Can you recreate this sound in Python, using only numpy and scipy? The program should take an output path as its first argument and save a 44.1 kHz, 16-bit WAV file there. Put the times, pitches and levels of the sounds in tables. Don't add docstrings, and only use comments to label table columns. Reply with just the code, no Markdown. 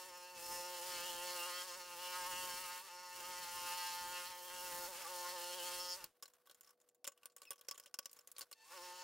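import sys
import numpy as np
from scipy import signal
from scipy.fft import rfft, irfft, next_fast_len
from scipy.io import wavfile

SR = 44100
rng = np.random.default_rng(int(sys.argv[2]) if len(sys.argv) > 2 else 0)


def rack_gain(trim_db):
    fader = np.asarray(trim_db, float)
    return 10 ** (fader / 20)


def wav_out(sig):
    wavfile.write(sys.argv[1], SR, np.round(np.clip(np.atleast_2d(sig).T, -1, 1) * 32767).astype(np.int16))


N = 398223


def rms_one(x):
    return x / np.sqrt(np.mean(x ** 2) + 1e-20)


def in_time(rows):
    s, *columns = np.transpose(rows)
    return [np.interp(np.arange(N) / SR, s, c) for c in columns]


def at_hz(points, hz):
    table_hz, value = np.transpose(points)
    return np.interp(np.log(hz), np.log(table_hz), value)


def drift(rate_hz):
    step = 40
    r = np.exp(-2 * np.pi * step * rate_hz / SR)
    slow = signal.lfilter([1], [1, -2 * r, r * r], rng.standard_normal(N // step + 2002))[2000:]
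    return np.interp(np.arange(N) / step, np.arange(len(slow)), rms_one(slow - slow.mean()))


def peak(x, hz, width_hz):
    r = np.exp(-np.pi * width_hz / SR)
    top_gain = (1 - r * r) / 2
    return signal.lfilter(np.array([1, 0, -1]) * top_gain, [1, -2 * r * np.cos(2 * np.pi * hz / SR), r * r], x)


def ring_width(t60_s):
    return np.log(1000) / (np.pi * t60_s)


def band(x, low_hz, high_hz):
    return signal.sosfilt(signal.butter(2, [low_hz, high_hz], "band", fs=SR, output="sos"), x)


# pitch_hz, likeness (0 to 1)
EAR_LIKENESS = [(60, 0.39), (130, 0.31), (290, 0.88), (640, 0.91), (1410, 0.97), (3100, 0.96), (4800, 0.8),
                (6820, 0.55), (15000, 0.66)]


def coloured(spectrum):
    size = next_fast_len(N)
    hz = np.maximum(np.fft.rfftfreq(size, 1 / SR), 1)
    mid, side = rfft(rng.standard_normal((2, size)))
    alike = np.clip(at_hz(EAR_LIKENESS, hz), 0, 1)
    both = np.sqrt(1 + alike) * mid + np.sqrt(1 - alike) * side * np.array([[1], [-1]])
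    return rms_one(irfft(both * rack_gain(at_hz(spectrum, hz)), size)[:, :N])


# (per Hz, relative)
ROOM_COLOUR = [(30, -28), (150, -3), (450, 6.5), (700, 8.5), (1150, -25), (2000, -27), (5000, -22),
               (16000, -26)]


def shop():
    room_db, hum_hz, hum_db = -86.5, 489, -81.5
    hum_turn = 2 * np.pi * hum_hz * np.cumsum(1 + 0.005 * drift(12)) / SR
    hum = rack_gain(hum_db + 2 * drift(8)) * np.sin(hum_turn)
    return rack_gain(room_db) * coloured(ROOM_COLOUR) + hum


# time_s, level_db
MOTOR_LEVEL = [(0, -66.5), (6.03, -67.5), (6.06, -110), (8.53, -110), (8.555, -80), (8.6, -72), (8.63, -68),
               (8.66, -75), (9.03, -64)]
# multiple of its pitch, level_db (relative)
MOTOR_OVERTONES = [(1, 0), (2, -2.5), (3, -1.5), (4, -12), (5, -2), (6, -12), (7, -10), (8, -10), (13, -20)]


def motor():
    pitch_hz = 892
    turn = 2 * np.pi * pitch_hz * np.cumsum(1 + 0.0034 * drift(19.6)) / SR
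    buzz = sum(rack_gain(db + 2.5 * drift(30)) * np.sin(k * turn) for k, db in MOTOR_OVERTONES)
    return rack_gain(in_time(MOTOR_LEVEL)[0]) * buzz


# time_s, pitch_hz, level_db
RISING_WHINE = [(8.61, 930, -95), (8.635, 980, -70), (8.66, 1050, -68), (8.7, 1110, -66), (8.74, 1120, -64),
                (8.77, 1100, -72), (8.79, 1090, -95)]


def run_up():
    hz, db = in_time([(8.6, 930, -130)] + RISING_WHINE + [(8.8, 1090, -130)])
    turn = 2 * np.pi * np.cumsum(hz * (1 + .02 * drift(50))) / SR
    return rack_gain(db + 3.0 * drift(40)) * np.sin(turn)


def switch():
    start_s, level_db, t60_s = 6.04, -59, 0.04
    since = np.arange(N) / SR - start_s
    push = rms_one(band(rng.standard_normal(N), 25, 300))
    return push * rack_gain(level_db - 60 * np.clip(since, 0, .2) / t60_s) * (since > 0)


# time_s, hiss_db, panel_ring_db (both before trims)
SLIDING_LEVEL = [(6.04,-83,-83),(6.13,-92,-98),(6.17,-83,-90),(6.21,-92,-98),(6.29,-82,-95),(6.33,-80,-92),(6.37,-83,-94),(6.44,-88,-96),(6.49,-80,-80),(6.58,-84,-97),
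                 (6.66,-78,-90),(6.69,-78,-71),(6.715,-82,-73),(6.75,-96,-102),(6.79,-90,-104),(6.86,-84,-100),(6.92,-99,-106),(7.03,-104,-108),
                 (7.12,-85,-77),(7.15,-90,-90),(7.19,-83,-81),(7.21,-83,-92),(7.245,-82,-69),(7.29,-88,-84),(7.35,-100,-108),(7.41,-80,-82),(7.46,-75,-92),
                 (7.5,-80,-92),(7.57,-86,-90),(7.63,-83,-76),(7.67,-79,-86),(7.75,-78,-70),(7.78,-78,-80),(7.85,-79,-70),(7.885,-84,-80),(7.93,-91,-92),(8.03,-84,-80),
                 (8.09,-84,-87),(8.15,-80,-100),(8.18,-73,-76),(8.24,-85,-92),(8.29,-76,-84),(8.35,-80,-85),(8.39,-72,-70),(8.45,-78,-88),(8.49,-88,-97),(8.6,-90,-95)]
# (per Hz, relative)
RUB_COLOUR = [(100, -6.5), (500, -6), (1200, 4.5), (2500, -4), (5200, -4), (7000, -7.5), (10000, -3.5),
              (16000, -3.5)]
# pitch_hz, level_db (relative), t60_s
RING_MODES = [(150, -30, .05), (565, -5, .04), (1130, 0, .045), (1500, -6, .035), (2810, -12, .015),
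              (3200, -13, .015), (5250, -8, .014), (6900, -11, .012), (9700, -15, .01)]


def sliding():
    ticks_per_s, tick_t60_s, rattle_db = 110, .025, -4
    hiss_db, ring_db = in_time([(6.0, -120, -120)] + list(SLIDING_LEVEL) + [(8.66, -120, -120)])
    rub = coloured(RUB_COLOUR) * rack_gain(3.2 * drift(60))
    ring = sum(rack_gain(db + 4.0 * drift(12)) * peak(rub[0], hz, ring_width(t60)) for hz, db, t60 in RING_MODES[2:4])
    tick_size = rack_gain(4.0 * np.minimum(rng.exponential(1, N), 3))
    ticks = (rng.random(N) < ticks_per_s / SR) * tick_size + 1e-18
    rattle = rub * signal.lfilter([1], [1, -rack_gain(-60 / (tick_t60_s * SR))], ticks)
    return rack_gain(hiss_db + 1.2) * (rub + rack_gain(rattle_db) * rms_one(rattle)) + rack_gain(ring_db) * rms_one(ring)


# time_s, pitch_hz, level_db
SQUEAK_PATH = [(7.461, 2930, -85), (7.466, 2820, -70), (7.476, 2600, -58), (7.491, 2540, -65),
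               (7.504, 2490, -82)]


def squeak():
    before = (SQUEAK_PATH[0][0] - .002, 2950, -130)
    after = (SQUEAK_PATH[-1][0] + .002, 2500, -130)
    hz, db = in_time([before] + SQUEAK_PATH + [after])
    turn = 2 * np.pi * np.cumsum(hz) / SR
    return rack_gain(db + 1.5 * drift(150)) * (np.sin(turn) + 0.73 * np.sin(2 * turn))


# start_s, crack_db, brightest_hz, thud_db, treble_db (levels before trims)
KNOCK_LIST = [(6.042,-34,4580,-54,-40),(6.2251,-34,5100,-53,-46),(6.234,-40,6900,-58,-52),(6.256,-43,4100,-64,-56),(6.279,-52,6940,-66.5,-59),
              (6.336,-53,6820,-72,-68),(6.463,-62,3250,-72,-64),(6.4716,-59,3250,-69,-59),(6.4968,-46,3220,-61,-59),(6.512,-46,3900,-63,-52),
              (6.546,-51,6840,-69,-59),(6.609,-43,6900,-66,-51),(6.6323,-56,6860,-83,-68),(6.6454,-52,5300,-85,-61),
              (6.6737,-50,5360,-73,-70),(6.6918,-55,5520,-65,-66),(6.706,-56,5460,-72,-59),(6.801,-57,6800,-85,-74),
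              (6.814,-56,6850,-77,-68),(6.8884,-51.5,6840,-78,-65),(6.9471,-59,6900,-78,-67),(7.0436,-36,5260,-53.5,-43),
              (7.0507,-37,2920,-67,-56),(7.069,-37,7050,-55,-42),(7.0753,-25,6930,-48,-36.5),(7.0853,-47,2730,-58,-60),
              (7.119,-48,6900,-64,-68),(7.176,-56,3020,-75,-64),(7.232,-52,2700,-66,-62),(7.2565,-32,8800,-57,-47),(7.299,-55,4410,-72,-78),
              (7.3203,-57,7100,-89,-80),(7.3643,-42,6700,-57,-49),(7.3802,-42.5,8000,-76,-68),(7.418,-41,4330,-58,-51),
              (7.4314,-42,6920,-69,-63),(7.4524,-50,2590,-70,-58),(7.5064,-30.5,9100,-51,-33.5),(7.514,-32,9000,-49.5,-53),
              (7.5315,-48,2660,-66,-54),(7.558,-56,6000,-76,-64),(7.5805,-51.5,5340,-71,-70),(7.5914,-57,5240,-74,-63),(7.6114,-46,3180,-65,-53),
              (7.648,-59,5240,-77,-74),(7.6852,-25.5,5380,-48,-43),(7.7114,-26,5210,-48.5,-41),(7.7446,-44,6700,-60,-66),
              (7.7544,-47,2990,-71,-62),(7.7778,-37,6780,-55.5,-49),(7.7987,-39,5270,-57,-48),(7.8274,-57,5350,-74,-75),
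              (7.8366,-48,5250,-78,-69),(7.8595,-42,3100,-59,-52),(7.8754,-51,5280,-72,-71),(7.9412,-30,5300,-49,-44),
              (7.9884,-28,5100,-46,-38),(8.028,-50,5080,-85,-79),(8.0444,-56,5210,-82,-75),(8.0568,-29.5,5500,-53,-44),
              (8.0953,-49,5210,-76,-74),(8.1132,-48,6970,-72,-53),(8.1304,-50,7040,-73,-48),(8.1665,-47,6700,-64,-64),
              (8.1894,-47,5250,-65,-55),(8.209,-49,6900,-76,-70),(8.2734,-42,6660,-66,-48),(8.3161,-48,9670,-68,-44),
              (8.3644,-40.5,4270,-66,-65),(8.3825,-31,9100,-54,-44),(8.3924,-36,9730,-63,-44),(8.409,-33,4440,-51,-44),
              (8.4164,-33,4480,-53,-48),(8.426,-45,4350,-61,-57),(8.5134,-37,8230,-55,-53),(8.527,-37,4360,-66,-46)]


def knocks():
    usual_t60_s, t60_per_db = 0.041, -0.0002
    white = coloured([(100, 0), (16000, 0)])
    white = rms_one(white * rack_gain(2.3 * drift(400)))
    out, strikes = np.zeros((2, N)), np.zeros((len(RING_MODES), N))
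    luck = rng.standard_normal((len(KNOCK_LIST), len(RING_MODES)))
    t = np.arange(4410) / SR
    for (start_s, db, hz, thud_db, treble_db), chance in zip(KNOCK_LIST, luck):
        t60 = usual_t60_s + t60_per_db * (db + 45)
        fall = rack_gain(-60 * t / np.clip(t60, .015, .2))
        fall = fall + 0.06 * fall ** 0.45
        i = round(start_s * SR)
        span = slice(i, i + len(t))
        puff = white[:, span]
        crack = rms_one(peak(puff, hz, 400.0)) + 0.6 * rms_one(band(puff, 1530, 7940))
        treble = rms_one(band(puff[:, ::-1], 6500, 17000))
        thud = rms_one(band(puff, 410, 2840))
        knock = rack_gain(db - 16.5) * crack + rack_gain(thud_db - 5.5) * thud
        knock = knock + rack_gain(treble_db - 1.5) * fall ** 0.8 * treble
        out[:, span] += fall * knock
        strikes[:, span] += rack_gain(thud_db + 18 + 2 * chance)[:, None] * fall * puff[0]
    for (hz, db, t60), strike in zip(RING_MODES, strikes):
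        out += rack_gain(db) * peak(strike + 1e-18, hz, ring_width(t60))
    return out


OFF_S, ON_S = 6.04, 8.72


def running(t, fade_db_per_s, rise_db_per_s):
    return rack_gain(-np.clip(np.minimum(fade_db_per_s * (t - OFF_S), rise_db_per_s * (ON_S - t)), 0, 120))


# time_s, strokes_per_s
HELD_SPEED = [(0.12, 179.5), (0.45, 176), (0.72, 178), (1.0, 176.5), (1.3, 177), (1.6, 178), (2.0, 177.5),
              (2.3, 179), (2.81, 180), (2.832, 192), (2.868, 192), (2.895, 172), (2.94, 179), (3.07, 180),
              (3.3, 177.5), (4.2, 178.2), (4.6, 178.5), (4.86, 176.5), (5.15, 178.5), (5.4, 176.7),
              (5.95, 180), (8.72, 180), (9.0, 181)]
# first_swing_s, swing (strokes per s)
SPEED_SURGES = [(0.07, 7), (0.41, -5), (0.81, -5), (1.07, 4), (1.48, 4), (1.66, 5), (1.78, 7), (1.97, -5),
                (2.14, -3), (2.29, 4), (2.62, 3), (3.23, -5), (3.41, 3), (4.3, 4), (4.43, -4), (4.5, -5),
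                (4.9, 14), (5.0, 9), (5.065, -9), (5.349, 7), (5.57, 7), (5.985, 13.5), (8.755, 12)]


def speed(t):
    sag_per_s2, lag_per_s, catch_up_s = 4000, 6.0, 0.036
    swing_s, settle_s = 0.105, 0.045
    u = t[::100]
    sag = sag_per_s2 * np.maximum(u - OFF_S, 0) ** 2
    lag = lag_per_s * np.exp(np.minimum((ON_S - u) / catch_up_s, 5))
    missing = np.where(u < (OFF_S + ON_S) / 2, sag, lag)
    rate = in_time(HELD_SPEED)[0][::100] - np.minimum(missing, 80)
    for s, size in SPEED_SURGES:
        since = np.clip(u - s + swing_s / 4, 0, 1)
        rate = rate + size * np.sin(2 * np.pi * since / swing_s) * np.exp((swing_s / 4 - since) / settle_s)
    return np.interp(t, u, rate) + 1.2 * drift(8.0)


# start_s, length_s, pitch_hz, level_db
FLARE_LIST = [(0.88, .13, 3000, 5), (0.9, .16, 4440, 5), (1.02, .1, 3000, 7), (1.13, .2, 3000, 3),
              (1.24, .12, 4440, 6), (1.37, .12, 2800, 3), (1.49, .14, 4440, 6), (1.5, .15, 1900, 5),
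              (1.52, .12, 3200, 6), (2.02, .1, 3020, 3), (2.17, .09, 5250, 5), (2.48, .08, 5200, 5),
              (2.5, .08, 3020, 6), (2.825, .055, 385, 10), (2.83, .045, 1160, 4), (2.83, .05, 1345, -8),
              (2.93, .2, 4480, 4), (2.93, .2, 5400, 4), (3.67, .2, 4440, 4), (3.74, .1, 5200, 5),
              (3.94, .1, 5250, 5), (3.9, .12, 4500, 4), (5.0, .09, 5100, 5), (5.045, .045, 1160, 9),
              (5.24, .06, 1400, 5), (5.5, .06, 3000, 6), (5.59, .045, 2950, 8), (5.655, .04, 4400, 7),
              (5.66, .03, 3000, 6), (5.66, .045, 6800, 8), (5.795, .03, 5250, 8), (5.87, .085, 5250, 8),
              (5.895, .05, 7000, 7), (5.92, .035, 4600, 7), (8.72, .3, 362, 4)]


def flare(hz):
    half_width = 0.05
    out = np.zeros(N)
    for s, length, centre_hz, db in FLARE_LIST:
        shape = signal.windows.tukey(int(length * SR), .5)
        span = slice(int(s * SR), int(s * SR) + len(shape))
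        out[span] += db * shape / (1 + ((hz[span] / centre_hz - 1) / half_width) ** 4)
    return out


# time_s, tooth_hiss_db (load on the blade), panel_tone_db, panel_buzz_db
CUT_LEVEL = [(0.0, -57, -55, -61.5), (0.08, -63.5, -62, -62), (0.23, -63, -58, -62), (0.35, -64, -61, -64),
             (0.39, -55, -61, -62.5), (0.48, -55, -56, -59), (0.52, -53, -51, -53.5),
             (0.72, -55.5, -53, -59), (0.99, -51.5, -55, -53), (1.09, -53, -53, -58), (1.22, -54, -53, -56),
             (1.47, -51, -55, -51.5), (1.57, -55, -62, -52), (1.61, -52, -59, -51), (1.68, -58, -62, -57),
             (1.73, -55, -64, -52), (1.78, -60.5, -57, -55), (1.84, -63, -61.5, -60), (2.13, -53, -52, -53),
             (2.16, -52, -49, -48), (2.26, -53, -48.5, -52), (2.53, -52, -54, -53), (2.78, -56.5, -57, -55),
             (2.81, -61, -55, -61), (2.85, -62, -71, -58), (2.88, -63, -59, -61.5),
             (3.07, -63.5, -58, -58.5), (3.15, -58, -60, -60), (3.3, -55, -52.5, -54),
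             (3.62, -54.5, -53, -55), (3.69, -52, -49, -52), (3.94, -53, -49, -54),
             (4.11, -55, -50.5, -52.5), (4.21, -53.5, -57.5, -52.5), (4.27, -57, -54, -55.5),
             (4.41, -61.5, -59.5, -62), (4.51, -56, -56.5, -57), (4.81, -53, -52, -54.5),
             (5.0, -57, -59.5, -61), (5.11, -54, -53, -55), (5.21, -55, -53, -59), (5.26, -55, -52, -52),
             (5.33, -55, -52, -57.5), (5.6, -53, -57, -55), (5.7, -52, -53, -54), (5.95, -55, -57, -62),
             (5.99, -63.5, -67, -64), (6.02, -64.5, -65, -63.5), (8.73, -63, -62.5, -61.5),
             (8.83, -62, -58, -59.5), (8.998, -64, -57, -62), (9.03, -63.5, -59, -60)]
# from_s, to_s
FREE_SPANS = [(0.12, 0.34), (2.92, 3.15), (5.76, 5.95)]
# time_s, change_db
TORN_EXTRA = [(0.0, -2), (0.37, 0), (0.55, -4), (0.95, 1), (1.24, -2), (1.42, 2), (1.87, 0), (2.46, -1),
              (3.11, 1), (3.27, 1), (3.72, -2), (4.18, -2), (4.55, 1), (4.8, 0), (4.9, 4), (5.08, 4),
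              (5.17, -5), (5.63, 2), (6.0, 2), (8.72, 1), (8.8, 0), (8.9, -3)]


def tearing():
    t = np.arange(N) / SR
    usual_load_db, usual_db, load_share = -55.5, -65.5, 0.55
    free_db, free_edge_s = -16, 0.05
    load_db = in_time(CUT_LEVEL)[0]
    level_db = usual_db + load_share * (load_db - usual_load_db) + 2 * drift(5.0) + in_time(TORN_EXTRA)[0]
    free = sum(np.clip(np.minimum(t - a, b - t) / free_edge_s + .5, 0, 1) for a, b in FREE_SPANS)
    return level_db + free_db * free


# multiple, level_db (relative within its group)
STROKE_OVERTONES = [(1, -33.5), (2, -15), (3, -4.5), (4, -17.5), (5, 0), (6, -6), (7, -6.5), (8, -8),
                    (9, -11), (10, -9), (11, -12), (12, -12.5), (13, -14), (14, -20), (15, -11.5),
                    (16, -11), (17, -15), (18, -14.5), (19, -21), (20, -18), (21, -19.5), (22, -14.5),
                    (23, -12), (24, -10.5), (25, -7), (26, -14), (27, -16), (28, -13), (29, -9), (30, -7.5),
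                    (31, -13), (32, -11), (33, -15), (34, -15), (35, -17), (36, -16), (37, -15), (38, -11),
                    (39, -13), (40, -15)]
# time_s, frame_shake_db, lower_whine_db, upper_whine_db,
# blade_ring_db, rasp_db, top_treble_db (levels before trims)
TURNING_LEVEL = [(0.0, -62, -67, -69, -63, -57, -61), (0.05, -63, -70, -72, -67, -60, -66),
                 (0.3, -64, -63, -70, -67, -62, -68), (0.33, -65, -71, -71, -70, -63, -67),
                 (0.42, -61, -65, -68, -63, -56, -57), (0.58, -56, -59, -67, -61, -54, -56),
                 (0.77, -56, -61, -61, -58, -56, -56), (1.1, -57, -57, -55, -55, -53, -55),
                 (1.22, -56, -58, -61, -58, -56, -57), (1.25, -54, -63, -58, -55, -54, -56),
                 (1.42, -55, -53, -59, -55, -54, -54), (1.54, -59, -61, -59, -56, -55, -56),
                 (1.6, -59, -59, -54, -56, -56, -55), (1.67, -63, -64, -68, -61, -58, -61),
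                 (1.7, -59, -62, -61, -57, -53, -59), (1.87, -65, -65, -72, -67, -60, -65),
                 (2.04, -59, -55, -57, -58, -56, -56), (2.24, -60, -57, -61, -57, -53, -55),
                 (2.42, -60, -51, -58, -58, -53, -55), (2.47, -60, -58, -59, -58, -54, -54),
                 (2.79, -68, -60, -65, -60, -58, -58), (2.84, -76, -66, -70, -65, -62, -67),
                 (2.96, -65, -67, -73, -66, -61, -68), (3.12, -69, -66, -69, -64, -59, -66),
                 (3.18, -63, -66, -69, -65, -59, -58), (3.27, -61, -61, -61, -59, -55, -57),
                 (3.51, -67, -62, -63, -60, -55, -57), (3.71, -61, -54, -59, -56, -54, -54),
                 (3.88, -70, -54, -59, -54, -54, -55), (4.09, -63, -64, -60, -58, -56, -58),
                 (4.16, -60, -54, -60, -57, -55, -56), (4.23, -60, -61, -65, -61, -57, -57),
                 (4.28, -71, -61, -62, -58, -58, -59), (4.36, -63, -69, -65, -66, -61, -62),
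                 (4.68, -59, -60, -63, -59, -55, -55), (4.8, -55, -63, -66, -59, -55, -53),
                 (5.05, -64, -69, -68, -62, -57, -58), (5.11, -56, -62, -64, -58, -55, -56),
                 (5.33, -56, -64, -61, -56, -55, -57), (5.63, -55, -58, -56, -55, -54, -55),
                 (5.93, -60, -65, -61, -57, -51, -57), (6.0, -68, -70, -75, -68, -64, -67),
                 (8.72, -67, -70, -71, -66, -62, -68), (8.778, -61, -65, -66, -63, -60, -65),
                 (8.97, -67, -70, -70, -65, -61, -68), (9.0, -65, -71, -73, -64, -58, -67)]


def chord(rate, turn, rough_db):
    usual_rate = 177.9
    caught_hz, caught_width_hz, caught_peak_db = 1155, 28, 10
    _, tone_db, buzz_db = in_time(CUT_LEVEL)
    frame_db, whine_db, upper_db, blade_db, rasp_db, _ = in_time(TURNING_LEVEL)
    tone_db = tone_db - 90 * np.maximum(rate / usual_rate - 1.02, 0)
    astray_db = 9.0 * abs(rate / np.clip(in_time(HELD_SPEED)[0], 176, 181) - 1)
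    groups = [(0, 4, frame_db + 3.5), (4, 5, tone_db + 2.5), (5, 13, buzz_db + 2.4),
              (13, 16, whine_db + 3.3), (16, 19, upper_db + 2.8),
              (19, 26, blade_db + 0.8 - .4 * rough_db), (26, 40, rasp_db + 0.3 - .4 * rough_db)]
    starts = np.cumsum(rng.normal(0, 1.8, len(STROKE_OVERTONES)))
    spin = np.exp(1j * turn)
    out, wave, shared = np.zeros((2, N)), np.ones(N), drift(6.0)
    for (k, db), start in zip(STROKE_OVERTONES, starts):
        wave = wave * spin
        first, last, group_db = next(group for group in groups if k <= group[1])
        group_size = np.sqrt(sum(rack_gain(2 * other_db) for j, other_db in STROKE_OVERTONES if first < j <= last))
        own = drift(7.0)
        shared = .8 * shared + .6 * own
        wander_db = drift(20)
        if k > 5:
            wander_db = wander_db + 2.8 * (1 - 0.4 * (k > 19)) * own + 1.2 * (k > 19) * shared
            wander_db = wander_db - (k + 3) * astray_db
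        caught_db = 0
        if k in (6, 7):
            caught_db = caught_peak_db / (1 + ((k * rate - caught_hz) / caught_width_hz) ** 2)
        tone = rack_gain(db + group_db + wander_db + caught_db + flare(k * rate)) / group_size * wave
        tone *= np.exp(1j * (start + 0.8 * drift(1.5)))
        side = 0.12 * (1 + 1.2 * (k < 3) + 0.45 * (k > 9)) * drift(3) * tone.real
        side -= 0.09 * (k in (3, 4)) * tone.imag
        out += tone.imag + side * np.array([[1], [-1]])
    return out


# (per Hz, relative)
TEETH_COLOUR = [(20, -7), (60, -9), (300, -9.5), (700, 0), (1500, 4), (2400, -3.5), (3000, -5.5),
                (5000, -6), (8000, -4), (12000, -5), (16000, -2)]
# pitch_hz, width_hz, level_db (relative)
BLADE_RINGS = [(4440, 120, -4.5), (5210, 760, 7), (6860, 270, -6), (10800, 600, -3), (14300, 900, -3)]
# time_s, level_db (before trims)
RUMBLE_LEVEL = [
    [(0.0, -84), (0.3, -90), (0.37, -75), (0.55, -73), (0.72, -83), (0.96, -73), (1.85, -85), (2.42, -73),
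     (3.07, -90), (3.19, -73), (4.33, -80), (4.77, -71), (4.97, -80), (5.78, -78), (6.01, -83), (6.03, -75)],
    [(8.72, -87), (8.75, -83), (8.788, -86), (8.822, -82), (8.858, -87), (8.906, -86), (8.966, -89),
     (9.03, -86)],
]


def tooth_noise(turn, tear_db, rough_db):
    hiss_db = in_time(CUT_LEVEL)[0]
    _, _, _, blade_db, rasp_db, top_db = in_time(TURNING_LEVEL)
    low_db = tear_db - 2.5 + 1.5 * drift(5.9)
    noise = coloured(TEETH_COLOUR)
    rings = sum(rack_gain(db + 3.8 * drift(3.4)) * peak(noise, hz, width) for hz, width, db in BLADE_RINGS)
    noise = noise + rack_gain(-12) * rings
    size = next_fast_len(N)
    hz, whole = np.fft.rfftfreq(size, 1 / SR), rfft(noise, size)
    edges_hz = (450, 2400, 3600, 4750, 7400, 10500)
    above = [1] + [1 / (1 + (edge / (hz + 1)) ** 8) for edge in edges_hz] + [0]
    levels = [in_time(RUMBLE_LEVEL[0] + RUMBLE_LEVEL[1])[0] + 4.0 + 2.5 * drift(6),
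              low_db, tear_db - 1.5, blade_db - 6.5 + rough_db, rasp_db - 5.0 + rough_db,
              hiss_db - 4.0 + 1.0 * drift(12), top_db + 2.3 + 1.3 * drift(12)]
    teeth = sum(rack_gain(db) * rms_one(irfft(whole * (a - b), size)[:, :N])
                for db, a, b in zip(levels, above, above[1:]))
    bite = 1 + 0.2 * np.cos(turn) + 0.099 * drift(38) + 0.12 * drift(150)
    return bite * teeth


def saw():
    t = np.arange(N) / SR
    rate = speed(t)
    turn = 2 * np.pi * np.cumsum(rate * (1 + 0.002 * drift(37.5))) / SR
    tear_db = tearing()
    rough_db = .3 * np.clip(tear_db + 64, -16, 6)
    tones = running(t, 450, 400) * chord(rate, turn, rough_db)
    return tones + running(t, 300, 125) * tooth_noise(turn, tear_db, rough_db)


def scene():
    return shop() + motor() + run_up() + switch() + sliding() + squeak() + knocks() + saw()


def roll_off(x):
    return signal.sosfilt(signal.butter(12, 17000, fs=SR, output="sos"), x)


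def record(dry):
    cutoff_hz, ripple_db, stop_db = 15780, .5, 34
    low_pass = signal.ellip(10, ripple_db, stop_db, cutoff_hz, fs=SR, output="sos")
    mix = signal.sosfilt(low_pass, dry)
    return roll_off(mix)


dry = scene()
out = record(dry)
wav_out(out)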